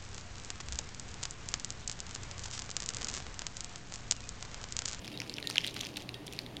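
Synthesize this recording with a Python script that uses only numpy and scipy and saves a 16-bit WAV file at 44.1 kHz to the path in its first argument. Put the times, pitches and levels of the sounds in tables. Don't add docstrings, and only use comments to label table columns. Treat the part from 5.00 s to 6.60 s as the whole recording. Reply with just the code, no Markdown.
import sys
import numpy as np
from scipy import signal
from scipy.fft import rfft, irfft
from scipy.io import wavfile

SR = 44100
rng = np.random.default_rng(int(sys.argv[2]) if len(sys.argv) > 2 else 0)


def log_audio(samples):
    frames = np.atleast_2d(samples).T
    limited = np.clip(frames, -1, 1)
    pcm = np.round(limited * 32767).astype(np.int16)
    wavfile.write(sys.argv[1], SR, pcm)


N = 70560
T = np.arange(N) / SR


def from_db(db):
    return 10 ** (np.asarray(db) / 20)


def unit_energy(x):
    return x / np.sqrt(np.sum(x ** 2) + 1e-20)


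def decay(t, t60):
    return np.exp(-np.log(1000) * t / t60)


def butterworth(x, hz, kind, order=2):
    return signal.lfilter(*signal.butter(order, hz, kind, fs=SR), x)


def add(out, start_s, sound):
    i = int(start_s * SR)
    out[i:i + len(sound)] += sound[:max(N - i, 0)]


def noise(spectrum):
    hz, db = np.transpose(spectrum)
    bin_hz = np.maximum(np.arange(N // 2 + 1) * SR / N, 1)
    gain = from_db(np.interp(np.log(bin_hz), np.log(hz), db))
    x = irfft(rfft(rng.standard_normal(N)) * gain, N)
    return x / x.std()


# frequency in Hz, relative spectral density in dB.
RUSH_SPECTRUM = [(30, -6.5), (90, -5.5), (160, -2), (230, -2), (310, -1.5), (380, -6), (560, -8.5),
                 (800, -12), (1480, -20.5), (2700, -19), (3800, -22), (5700, -30), (9000, -33.5),
                 (16000, -42)]

def room_rush(rms_db=-48.5):
    return from_db(rms_db) * noise(RUSH_SPECTRUM)


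# frequency in Hz, rms level in dB.
HUM_PARTIALS = [(59.6, -68.5), (119.8, -55), (410, -64.5)]
# time in seconds, rms level in dB.
HUM_SWELLS = [(.85, -62), (.97, -52), (1.14, -69), (1.22, -49.5), (1.32, -81), (1.49, -80), (1.56, -51.5)]

def appliance_hum(swell_hz=298, waver_depth=0.09):
    out = np.zeros(N)
    swell_db = np.interp(T, *np.transpose(HUM_SWELLS))
    for hz, db in [*HUM_PARTIALS, (swell_hz, swell_db)]:
        waver = 1 + waver_depth * noise([(3, 0), (30, -40), (300, -120)])
        tone = np.sqrt(2) * np.sin(2 * np.pi * (hz * T + rng.random()))
        out += from_db(db) * waver * tone
    return out


# time in seconds, rms level in dB.
RUSTLE_ENVELOPE = [(0, -55), (.07, -50.5), (.17, -59), (.22, -55), (.44, -51), (.51, -52.5), (.68, -47),
                   (.72, -57.5), (.79, -46), (.87, -49.5), (.92, -58.5), (1.0, -50.5), (1.05, -65),
                   (1.22, -70), (1.33, -52), (1.53, -69)]

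def shred_rustle(shreds_per_s=600, spread_db=7, centre_hz=2874, spread_octaves=0.38):
    mode_ratio, upper_db, crack_db = 1.44, 0.5, -15.5
    count = int(shreds_per_s * N / SR)
    starts = rng.uniform(0, T[-1], count)
    size, pitch = np.clip(rng.standard_normal((count, 2)), -2, 2).T
    lower_hz = centre_hz * 2 ** (spread_octaves * pitch)
    ticks = chip_ticks((start, db, hz, hz * mode_ratio, upper_db, crack_db)
                       for start, db, hz in zip(starts, spread_db * size, lower_hz))
    return ticks / ticks.std() * from_db(np.interp(T, *np.transpose(RUSTLE_ENVELOPE)))


# start in seconds, ring energy before bass loss in dB, lower mode in Hz,
# upper mode in Hz, upper mode relative to lower in dB, crack relative to ring in dB.
CHIP_IMPACTS = [(0.0455, -20.5, 2170, 3620, 17, -10), (0.0781, -18.0, 2380, 5320, 9.5, -16),
                (0.1753, -15.5, 4040, 4800, -15, -18), (0.2021, -10.0, 2310, 5360, 8.5, -17.5),
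                (0.2177, -13, 2670, 5200, 0, -16), (0.2963, -13, 4230, 7200, -4.5, -24),
                (0.3399, -15.5, 5170, 8030, -14, -17), (0.37, -21, 3400, 5030, -12, -15),
                (0.3834, -12, 2750, 3400, -16, -34), (0.401, -22, 2440, 3430, -10, -7.5),
                (0.427, -14.0, 2040, 3970, 11.5, -18), (0.4724, -6.5, 3900, 6840, -9.5, -12.5),
                (0.4954, -22, 4280, 9000, 3, -21), (0.5001, -11.5, 4570, 8200, 1.5, -13),
                (0.5104, -13.5, 2610, 5560, 8.5, -20), (0.5575, -9.0, 2300, 4350, 5.5, -28),
                (0.5698, -9, 3330, 4900, -21, -27), (0.5812, 4.5, 2950, 5240, -7.5, -24.5),
                (0.607, -16.5, 2300, 4590, 7, -25), (0.6413, -14, 2900, 2900, -15, -13),
                (0.6455, -7, 2100, 3270, 10, -22), (0.6661, -13.5, 2920, 8450, 4, -6),
                (0.6746, -12, 3970, 5960, -13, -9.5), (0.6803, -14.5, 3750, 4760, -3, -27),
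                (0.6891, -18.5, 3260, 3980, -3, -33), (0.7426, -22.5, 3040, 5500, -4, 0),
                (0.7639, -17, 2970, 5680, -2, -14), (0.7659, -15, 2140, 4200, 9, -21),
                (0.8064, -16, 3400, 5240, -9, -18), (0.8102, -10.5, 3450, 6210, 2.5, -9),
                (0.8345, -17.5, 3030, 4990, -21, -34), (0.8508, -16.5, 3570, 5100, 9, -22),
                (0.8684, -17.5, 2820, 4800, 1, -7), (0.96, -18.5, 2880, 3560, 9, -32),
                (0.9694, -14.5, 3030, 4550, 6, -2.5), (0.972, -13.5, 2740, 3730, 7, -17),
                (1.0215, -24, 3470, 5670, 3, -8), (1.0913, -13.0, 2700, 3940, 3.5, -17),
                (1.1425, -19, 3300, 4370, 4, -19), (1.144, -18.0, 3300, 4440, -10, -17),
                (1.2668, -24.5, 5000, 9320, 4, -4), (1.2704, -23, 3180, 5400, 6, -4.5),
                (1.2796, -18.5, 2360, 3430, 9, -21), (1.3257, -24, 3430, 5900, 1, -1),
                (1.3342, -23, 2610, 2780, -2, -1), (1.39, -8.5, 2450, 4420, 11.5, -14.5),
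                (1.4635, -20, 2080, 3640, 9, -16), (1.5682, -15.0, 2240, 3400, 14, -14.5)]

def chip_ticks(impacts, t60_cycles=10.2, crack_t60_s=0.0096):
    rings, cracks = np.zeros(N), np.zeros(N)
    t = np.arange(512) / SR
    contact_s = 0.0003
    onset = 1 - np.exp(-t / contact_s)
    hiss = butterworth(rng.standard_normal(N + len(t)), 5350, "high")
    grit = butterworth(hiss, 8600, "low")
    for start, db, lower_hz, upper_hz, upper_db, crack_db in impacts:
        cycles = np.outer([lower_hz, upper_hz], t)
        lower, upper = decay(cycles, t60_cycles) * np.sin(2 * np.pi * cycles)
        ring = onset * (lower + from_db(upper_db) * upper)
        add(rings, start, from_db(db) * unit_energy(ring))
        crack = grit[int(start * SR):][:len(t)] * decay(t, crack_t60_s)
        add(cracks, start, from_db(db + crack_db) * unit_energy(crack))
    return butterworth(rings, 1710, "high", order=4) + cracks


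# frequency in Hz, relative level in dB, 60 dB decay time in seconds.
METAL_MODES = [(1853, 0, 0.23), (2740, 0, 0.084), (3775, 1, 0.095), (4700, -7, 0.044), (7300, -21, 0.12),
               (8800, -13, 0.052), (9030, -15, 0.14), (10700, -19, 0.15), (12300, -21, .1)]
# start in seconds, level in dB, gains of the first and third modes in dB.
UTENSIL_TOUCHES = [(.1410, -48.5, -14, 3), (0.4429, -47, 1, -20), (1.1495, -51, -3, 2)]

def utensil_ring():
    out = np.zeros(N)
    for k, (hz, mode_db, t60) in enumerate(METAL_MODES):
        ring = np.sin(2 * np.pi * hz * T) * decay(T, t60)
        for start, db, first_db, third_db in UTENSIL_TOUCHES:
            position_db = first_db * (k == 0) + third_db * (k == 2)
            add(out, start, from_db(db + mode_db + position_db) * ring)
    return out


# start in seconds, energy in dB.
CLUMP_LANDINGS = [(0.217, -22), (0.384, -21.5), (0.4989, -18), (0.5572, -15), (.7640, -19.5), (0.8307, -23),
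                  (0.972, -26)]

def clump_pats(t60_s=0.028, band_hz=(693, 2270)):
    out = np.zeros(N)
    envelope = decay(np.minimum(T, 10 * t60_s), t60_s)
    for start, db in CLUMP_LANDINGS:
        pat = butterworth(rng.standard_normal(N) * envelope, band_hz, "band")
        add(out, start, from_db(db) * unit_energy(pat))
    return out


# frequency in Hz, relative level in dB.
REVERB_SPECTRUM = [(300, 8), (1000, 11), (2700, -2.5), (5000, 2.5), (9000, 2.6)]

def kitchen_reverb(direct, level_db=-12.5, t60_s=0.35, delay_s=0.00153):
    tail = noise(REVERB_SPECTRUM) * decay(T, t60_s) * (T > delay_s)
    return from_db(level_db) * signal.fftconvolve(direct, unit_energy(tail))[:N]


def scene():
    background = room_rush() + appliance_hum()
    plate = chip_ticks(CHIP_IMPACTS) + clump_pats() + shred_rustle() + utensil_ring()
    return (background + plate + kitchen_reverb(plate))[None]


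def record(dry, notch_hz=7910, cutoff_hz=16100):
    notched = signal.lfilter(*signal.iirnotch(notch_hz, Q=20, fs=SR), dry)
    low_pass = signal.ellip(10, .3, 70, cutoff_hz, fs=SR, output="sos")
    return signal.sosfilt(low_pass, notched)


dry = scene()
out = record(dry)
log_audio(out)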